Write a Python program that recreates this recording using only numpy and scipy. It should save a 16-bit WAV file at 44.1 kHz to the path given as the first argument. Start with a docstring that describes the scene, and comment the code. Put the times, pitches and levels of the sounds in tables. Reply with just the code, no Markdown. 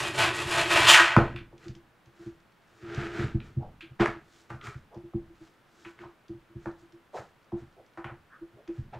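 """Pizza peel on a wooden board

A perforated metal peel scrapes over the board in short pushes, is shoved under the dough and drops flat.
Hands tug the pizza into shape: dough drags on the metal and ticks, the peel clacks on the board,
fingers thump the table softly. Small, quiet kitchen; close, almost mono."""
import sys
import numpy as np
from scipy import signal
from scipy.fft import rfft, irfft, next_fast_len
from scipy.io import wavfile
from scipy.ndimage import uniform_filter1d

SR = 44100
rng = np.random.default_rng(int(sys.argv[2]) if len(sys.argv) > 2 else 0)


def dump_mix(stems):
    """Bounce the given channels to the path in sys.argv[1] as a 16-bit WAV at rate SR."""
    frames = np.atleast_2d(stems).T  # one column per channel
    limited = np.clip(frames, -1, 1)  # hard clip at full scale
    pcm = np.round(limited * 32767).astype(np.int16)
    wavfile.write(sys.argv[1], SR, pcm)


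N = 396459
TIME = np.arange(N) / SR

# low modes of board and table: (frequency [Hz], t60 [s])
BOARD_MODES = [(124, 0.1), (211, 0.072), (338, 0.15)]


def scrape(tremble, rise_s=.025, glide_s=.04, glide_db=-35.5, bite_s=.008, sing_share=.33):
    """The peel's edge grates over wood in short pushes, then bites and sings in one shove."""
    # metal on wood: (frequency [Hz], density [dB])
    rasp_spectrum = [(180, -38.5), (300, -0.5), (342, -2), (517, -11.5), (581, -1), (808, -7.5),
                     (985, -6.5), (1090, -2), (1460, -6), (1940, -3), (2170, -7), (2560, -3.5),
                     (5950, -18.5), (7250, -17.5), (15500, -32.5)]
    # pushes under the dough: (time [s], hold [s], level [dB])
    pushes = [(-.02, 0.01, -31.5), (.04, .01, -37), (0.166, 0.047, -23), (.218, 0.0041, -28),
              (0.363, .035, -35), (.492, .045, -27.5), (.555, .03, -24.5), (.686, 0.078, -22),
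              (.74, .09, -22)]
    # shove, narrowing as it slows: (time [s], level [dB], treble [dB], centre [Hz], narrowness [0-1])
    shove_curve = [(.872, -22, -7, 2450, .2), (.892, -12, -6, 2610, .35), (.925, -12.5, -7, 2485, .35),
                   (.96, -14.5, -11.5, 1500, .45), (.985, -15.5, -16.5, 1348, .8),
                   (1.039, -23.5, -16, 1500, 0.6), (1.15, -32.5, -31.5, 1550, .85)]
    force = peel(friction(slips_per_s=4500, spread_db=1.7, smooth=.8), ring=3, t60_s=.3)
    rasp = unit(cut(colour(force, rasp_spectrum), 480, "high", order=4))
    edge = colour(friction(slips_per_s=4000, spread_db=-.5, smooth=.48), rasp_spectrum)
    edge = unit(cut(edge, 4800, "high", order=3))

    moves = [(s, rise_s, hold_s, db) for s, hold_s, db in pushes]
    # light glide before each push catches
    moves += [(s - glide_s, rise_s, glide_s + hold_s, glide_db) for s, hold_s, _ in pushes]
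    push = strokes(moves, fade_db_per_s=140.5)  # the sheet rings on
    motion = strokes(moves, fade_db_per_s=300.5)  # edge fizz stops with the motion
    sliding = push * cut(rasp, 4800, "low", order=3) + amp(-20) * motion ** .65 * edge
    sliding += amp(-24) * push ** .45 * tremble
    sliding = cut(sliding, 11800, "low", order=5)  # highest fizz rolled off above about 12 kHz

    times_s, *columns = np.transpose(shove_curve)
    shove_db, treble_db, centre_hz, narrow = [np.interp(TIME, times_s, c) for c in columns]
    bite = np.clip((TIME - times_s[0]) / bite_s + 1, 0, 1)
    shove = bite * amp(shove_db - 126.5 * np.maximum(TIME - times_s[-1], 0))
    broad, sharp = [unit(resonate(force, centre_hz, width_hz)) for width_hz in (2000, 800)]
    sing = unit(cut((1 - narrow) * broad + narrow * sharp, 690, "high", order=4))
    brightness = amp(treble_db + 6)
    mids = cut(cut(rasp, 650, "high"), 1900, "low")
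    grate = mids * brightness ** -.25 - cut(rasp, 2300, "high") * brightness ** .5
    fizz = amp(treble_db - 5) * unit(cut(rasp, 6600, "high", order=4))
    return sliding + shove * (np.sqrt(1 - sing_share) * grate + np.sqrt(sing_share) * sing + fizz)


def thumps(soft_rise_s=.022, hard_db=-8.5, sway_hz=72, rock_hz=28):
    """Soft blows swell the board's modes with a dull pat; the table sways, rocks and rumbles."""
    # fingertips favour the high mode, dough the low: (time [s], level [dB], high minus low [dB])
    blows = [(0.446, -31, -23), (0.991, -26.5, 25), (1.165, -9.5, -9), (1.201, -21.5, -6), (1.334, -34, -4),
             (1.4, -45.5, 1), (1.522, -48, 3), (1.652, -37, 11), (1.682, -34, -9), (1.754, -48, 12),
             (2.06, -51, -6.5), (2.188, -44.5, 14), (2.255, -34.5, 5), (2.82, -38, 8.5), (2.869, -43, -8),
             (2.967, -24.5, -16), (3.184, -25, -6.5), (3.231, -23.5, -20), (3.339, -20, -8.5),
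             (3.563, -21.5, -15.5), (3.821, -44, 11), (3.899, -41.5, -18), (3.996, -16.5, 8.5),
             (4.07, -33.5, 0), (4.149, -44, 6), (4.497, -39, -4), (4.53, -35, -13), (4.666, -37, -12.5),
             (4.745, -37, -19), (4.955, -39, 1.5), (5.029, -40, 10), (5.138, -26.5, 1.5), (5.292, -48, 15),
             (5.401, -43, 11), (5.851, -40, 13), (5.996, -40.5, 19), (6.038, -43, 6), (6.288, -34, 8),
             (6.335, -44, 1.5), (6.49, -53, 8), (6.547, -36, -5.5), (6.657, -30, 7), (6.816, -48.5, 12),
             (6.926, -46.5, 12), (7.182, -45.5, -7), (7.521, -26.5, 6.5), (7.611, -42.5, -4),
             (7.78, -59, 6), (7.971, -37, 15), (8.04, -38.5, -4), (8.104, -40.5, -5), (8.408, -36.5, 24),
             (8.53, -52.5, -3), (8.679, -28.5, 32), (8.777, -27.5, -29), (8.948, -40, -9)]
    out, t = np.zeros(N), np.arange(SR // 2) / SR
    for s, level_db, tilt_db in blows:
        rise_s = soft_rise_s / (1 + amp(level_db - hard_db))  # harder lands faster
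        swell = np.sin(np.pi / 2 * np.minimum(t / rise_s, 1)) ** 2
        after_s = np.maximum(t - rise_s, 0)
        low_db, high_db = level_db - max(tilt_db, 0), level_db + min(tilt_db, 0)
        mean_db = (low_db + high_db) / 2
        middle_db = mean_db + 3 + .31 * (mean_db - hard_db)
        modes = np.zeros(len(t))
        for (hz, t60_s), db in zip(BOARD_MODES, (low_db, middle_db, high_db)):
            detuned_hz = hz * (1 + .015 * rng.standard_normal())
            modes += amp(db) * decay(after_s, t60_s) * np.sin(2 * np.pi * detuned_hz * t)
        sway = amp(low_db - 10) * decay(after_s, .11) * np.sin(2 * np.pi * sway_hz * t)
        rock = amp(level_db - 24) * decay(after_s, .14) * np.sin(2 * np.pi * rock_hz * t)
        rumble = unit(cut(rng.standard_normal(len(t)), 190, "low", order=3))
        rumble *= amp(low_db - 17) * decay(after_s, .58)
        pat = unit(cut(rng.standard_normal(len(t)), 520, "low", order=3))
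        pat *= amp(high_db - 23) * decay(after_s, .25)
        add(out, s, swell * (modes + sway + rock + rumble + pat))
    return out


def clacks():
    """Metal hits wood; the less dough damps the sheet, the more it rattles and rings."""
    # contacts: (time [s], level [dB], low edge [Hz], high edge [Hz], freedom to ring [dB])
    contacts = [(1.164, -14.5, 600, 1750, -12), (1.184, -20.5, 100, 910, 0.5), (1.36, -42, 1260, 3180, -1),
                (1.387, -54, 1400, 3800, -6), (1.527, -54, 300, 900, -7), (3.402, -50.5, 1200, 3320, -4),
                (3.807, -46.5, 2107, 3106, 11.5), (3.997, -31.5, 393, 1940, -12),
                (4.021, -30.5, 400, 2400, -7), (4.0573, -26, 880, 1730, -22),
                (4.502, -40.5, 450, 1650, 1.5), (4.534, -62, 600, 1600, -3), (4.612, -51, 1200, 3270, -3),
                (4.639, -58, 1200, 6100, -7), (4.669, -41.5, 786, 2280, -9),
                (4.743, -55.5, 1130, 2090, -11), (5.135, -51, 398, 1070, -17), (5.848, -47, 896, 2620, 11),
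                (5.989, -51.5, 990, 2610, -9), (6.027, -64, 700, 1750, 5), (6.657, -39, 600, 1430, -4),
                (7.519, -46.5, 630, 1000, -1), (7.973, -44, 552, 1630, 8.5), (8.043, -39, 546, 2410, 3),
                (8.675, -57.5, 400, 2550, 9)]
    out = np.zeros(N)
    for s, db, low_hz, high_hz, free_db in contacts:
        knock = blow(low_hz, high_hz, contact_s=.0015, crack_s=.002,
                     rattle_db=free_db - 14, rattle_t60_s=.16)
        add(out, s, amp(db) * peel(knock, ring=.37 * amp(free_db), t60_s=.2))
    return out


def drag(tremble, hold_share=.27, fade_db_per_s=171, build_s=.1, creep_db=-82.5, creep_hiss_db=-89.5):
    """Dough slides on metal with a floury hiss and shakes the board; it never lies quite still."""
    # tugs on the dough: (time [s], swell [s], drag [dB], hiss [dB])
    pulls = [(1.57, 0.066, -57, -66), (2.08, 0.15, -61.5, -68.5), (2.55, 0.23, -66.5, -71.5),
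             (2.768, 0.23, -40.5, -61), (3.03, 0.16, -39, -57), (3.38, 0.078, -60.5, -70),
             (3.99, 0.019, -29.5, -53.5), (4.17, 0.19, -70.5, -66), (4.49, 0.011, -54, -64),
             (4.61, 0.047, -48.5, -55.5), (5.3, 0.14, -67.5, -70), (5.6, 0.23, -66.5, -67),
             (5.95, 0.062, -55.5, -74), (6.54, .1, -65, -71), (6.74, 0.056, -78, -72.5),
             (7.12, 0.045, -53, -58.5), (7.54, .05, -64, -73), (8.66, 0.1, -65.5, -73.5),
             (8.92, 0.017, -52, -82)]
    # dough on metal: (frequency [Hz], density [dB])
    dough_spectrum = [(290, -43), (500, -10.5), (679, -3), (1110, -10.5), (1230, 0.5), (1590, -0.5),
                      (1890, -4), (2130, -5.5), (4200, -19), (7440, -33.5), (12000, -54.5), (15600, -77),
                      (22000, -120)]
    # flour hiss: (frequency [Hz], density [dB])
    flour_spectrum = [(1500, -10), (3500, 6.5), (7400, 2), (9000, -7), (15000, -19.5)]
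    times_s, swell_s, drag_db, hiss_db = np.transpose(pulls)
    slow_db = drag_db - 20 * np.log10(1 + (build_s / swell_s) ** 2)  # the note needs a slow pull
    pull, flour, slow = [strokes(zip(times_s, swell_s, hold_share * swell_s, db), fade_db_per_s)
                         for db in (drag_db, hiss_db, slow_db)]
    grip = friction(slips_per_s=2500, spread_db=1.2, smooth=1)
    rub = colour(peel(grip, ring=.56, t60_s=.47), dough_spectrum) + amp(-2) * tremble
    hiss = colour(friction(slips_per_s=2700, spread_db=1.5, smooth=1), flour_spectrum)
    note = amp(-38) * slow / slow.max() * hollow_note()
    return np.hypot(pull, amp(creep_db)) * rub + np.hypot(flour, amp(creep_hiss_db)) * hiss + note


def hollow_note():
    """Steady stick-slip feeds one board mode; pitch wanders, strength hardly does."""
    note = unit(resonate(rng.standard_normal(N), BOARD_MODES[2][0], width_hz=22))
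    strength = np.sqrt(abs(uniform_filter1d(note ** 2, size=800)) + .2)
    return unit(note / strength)


def judder():
    """Friction shakes the board's low modes: one signal under metal, one under dough."""
    # board resonances: (frequency [Hz], width [Hz], under metal [dB], under dough [dB])
    resonances = [(86, 12, -12, -13.5), (124, 42, -2.5, -3), (204, 50, -14.5, -6), (348, 43, 1.5, -10),
                  (417, 45, -7.5, -2)]
    noise = rng.standard_normal(N)
    trembles = sum(amp(levels_db)[:, None] * unit(resonate(noise, hz, width_hz))
                   for hz, width_hz, *levels_db in resonances)
    return [unit(tremble) for tremble in trembles]


def scuffs(t60_s=.24, fuzz_db=-27):
    """Hands, dough and peel rub briefly and dully."""
    # rubs: (time [s], swell [s], level [dB], low edge [Hz], high edge [Hz])
    rubs = [(3.592, 0.042, -44, 420, 870), (3.998, 0.027, -28, 496, 1340), (4.58, 0.1, -43.5, 1210, 1433),
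            (4.904, 0.042, -49, 384, 950), (6.025, 0.017, -47.5, 610, 1210),
            (6.66, 0.015, -44.5, 400, 1360), (7.132, 0.022, -34, 414, 880), (7.16, 0.019, -44.5, 503, 1760),
            (7.55, 0.017, -57.5, 500, 950), (7.76, 0.029, -52.5, 360, 730), (8.05, 0.053, -47, 527, 1710),
            (8.296, 0.042, -51, 1160, 1700), (8.553, 0.036, -54.5, 324, 646), (8.925, 0.015, -41, 505, 926)]
    out, t = np.zeros(N), np.arange(SR // 2) / SR
    for s, swell_s, db, low_hz, high_hz in rubs:
        noise = rng.standard_normal(len(t))
        band = signal.butter(3, [low_hz, high_hz], "band", fs=SR, output="sos")
        rub = unit(signal.sosfilt(band, noise)) + amp(fuzz_db) * unit(cut(noise, 2500, "low"))
        envelope = np.minimum(t / swell_s, 1) * decay(np.maximum(t - swell_s, 0), t60_s)
        add(out, s, amp(db) * envelope * rub)
    return out


def ticks(faint_count=14):
    """Sticky dough and toppings snap under the fingers: a few clear ticks, faint ones at random."""
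    # clear snaps: (time [s], level [dB])
    snaps = [(1.579, -63.5), (1.641, -62), (1.682, -53), (1.751, -58), (2.059, -68), (2.946, -49),
             (4.945, -67), (6.282, -64), (6.922, -66.5), (8.677, -61)]
    faint = [(rng.uniform(snaps[0][0], TIME[-1]), rng.uniform(-76, -70)) for _ in range(faint_count)]
    out = np.zeros(N)
    for s, db in snaps + faint:
        snap = blow(1500, 6150, contact_s=.00042, crack_s=.0024, rattle_db=-16, rattle_t60_s=.13)
        add(out, s, amp(db) * snap)
    return out


def kitchen(x, delay_s=.011):
    """Diffuse tail of a small room, longest in the mids."""
    # room decay: (frequency [Hz], t60 [s])
    decay_times = [(100, 0.06), (400, 0.28), (1800, 0.25), (5000, 0.16), (12000, 0.2)]
    hz, t, bins = signal.stft(rng.standard_normal(SR * 3 // 5), SR, nperseg=256)
    tail = signal.istft(bins * decay(t, interp_log(decay_times, hz)[:, None]), SR, nperseg=256)[1]
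    tail = np.r_[np.zeros(round(delay_s * SR)), tail]
    return signal.oaconvolve(x, tail / np.linalg.norm(tail))[:N]


def room_tone():
    """Steady dark hiss."""
    # room air: (frequency [Hz], density [dB])
    air_spectrum = [(25, -8), (60, -9), (125, -2), (250, -5), (500, -7.5), (1500, -8.5), (2100, -13.5),
                    (3200, -18), (4200, -23.5), (6300, -30), (10000, -32.5), (15500, -34)]
    return colour(rng.standard_normal(N), air_spectrum)


def peel(force, ring, t60_s):
    """Force through the metal sheet: narrow modes over a broad response."""
    # sheet modes: (frequency [Hz], level [dB])
    sheet_modes = [(675, -2), (883, 3.5), (997, 1.5), (1270, -2), (1497, 3.5), (1604, -0.5), (1884, -3),
                   (1954, -5.5), (2304, -8.5), (2331, -3.5), (2502, -3), (2557, -3.5), (2659, -8),
                   (2745, -5.5), (2869, 0.5), (3110, -1), (3246, -6), (3354, -7.5), (3521, -4.5), (4221, 3),
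                   (4400, -9), (7040, 1)]
    t = np.arange(SR // 3) / SR
    modes = sum(amp(db) * np.cos(2 * np.pi * hz * t) for hz, db in sheet_modes)
    fade = decay(t, t60_s)
    return force + ring * signal.oaconvolve(force, 2 * modes * fade / fade.sum())[:len(force)]


def friction(slips_per_s, spread_db, smooth):
    """Tiny uneven slips over a smooth hiss."""
    sizes = amp(spread_db * np.minimum(rng.exponential(1, N), 4)) * rng.standard_normal(N)
    slips = unit(sizes * (rng.random(N) < slips_per_s / SR))
    return unit(slips + smooth * rng.standard_normal(N))


def blow(low_hz, high_hz, contact_s, crack_s, rattle_db, rattle_t60_s):
    """Brief crack, then dense rattle; rms 1 over the first 10 ms."""
    t = np.arange(SR // 4) / SR
    attack = 1 - np.exp(-t / contact_s)
    fade = np.exp(-t / crack_s) + amp(rattle_db) * decay(t, rattle_t60_s)
    force = cut(rng.choice([-1, 1], len(t)) * attack * fade, low_hz, "high", order=3)
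    sound = cut(force, high_hz, "low", order=4) + amp(-10) * cut(force, high_hz, "low")
    return sound / np.sqrt(np.mean(sound[:SR // 100] ** 2))


def strokes(rows, fade_db_per_s):
    """Envelope of strokes summed in power; rows: (time [s], swell [s], hold [s], level [dB])."""
    power = np.zeros(N)
    for s, swell_s, hold_s, db in rows:
        t = np.arange(5 * SR // 4) / SR - min(s, 0)
        gain = amp(db - fade_db_per_s * np.maximum(t - swell_s - hold_s, 0))
        add(power, s, np.minimum(t / swell_s, 1) ** 3 * gain ** 2)
    return np.sqrt(power)


def resonate(x, hz, width_hz):
    """Double-pole resonance, gain 1; hz may be a curve."""
    carrier = np.exp(2j * np.pi * np.cumsum(hz * np.ones(len(x))) / SR)
    pole = np.exp(-np.pi * width_hz / SR)
    baseband = signal.lfilter([(1 - pole) ** 2], [1, -2 * pole, pole * pole], x / carrier)
    return 2 * (carrier * baseband).real


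def colour(x, spectrum):
    """Spectral shaping to rms 1."""
    size = next_fast_len(N)
    gain = amp(interp_log(spectrum, np.fft.rfftfreq(size, 1 / SR)))
    return unit(irfft(rfft(x, size) * gain, size)[:N])


def interp_log(points, hz):
    """Table lookup on a log-frequency axis."""
    points_hz, values = np.transpose(points)
    return np.interp(np.log(hz + 1), np.log(points_hz + 1), values)


def cut(x, hz, kind, order=2):
    """Causal low-pass or high-pass."""
    return signal.sosfilt(signal.butter(order, hz, kind, fs=SR, output="sos"), x)


def add(mix, start_s, sound):
    """Mix in place."""
    part = mix[max(round(start_s * SR), 0):][:len(sound)]
    part += sound[:len(part)]


def decay(t, t60_s):
    """Gain falling 60 dB per t60_s."""
    return amp(-60 * t / t60_s)


def amp(db):
    """dB to gain."""
    return 10 ** (np.asarray(db) / 20)


def unit(x):
    """Scale to rms 1."""
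    return x / np.sqrt(np.mean(x ** 2) + 1e-20)


def scene():
    """One room; handling a hair to the right, scrape nearer the middle."""
    under_metal, under_dough = judder()
    rasp, dough = scrape(under_metal), drag(under_dough)
    thump, clack, tick, scuff = thumps(), clacks(), ticks(), scuffs()
    reverb = kitchen(amp(-18.5) * (rasp + dough) + amp(-12) * thump + amp(-4.5) * clack
                     + amp(-6.5) * tick + amp(-20) * scuff)
    handling = dough + thump + clack + tick + scuff + reverb + amp(-64) * room_tone()
    side = amp(-72.5) * room_tone() - amp(-35) * cut(handling + amp(-13) * rasp, 2500, "low")
    return np.array([rasp + handling + side, rasp + handling - side])


def record(dry, edge_hz=15750):
    """Clip at full scale, then band-limit."""
    lowpass = signal.firwin(511, edge_hz, window=("kaiser", 9), fs=SR)
    return signal.oaconvolve(np.clip(dry, -1, 1), lowpass[None], "same")


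dry = scene()
out = record(dry)
dump_mix(out)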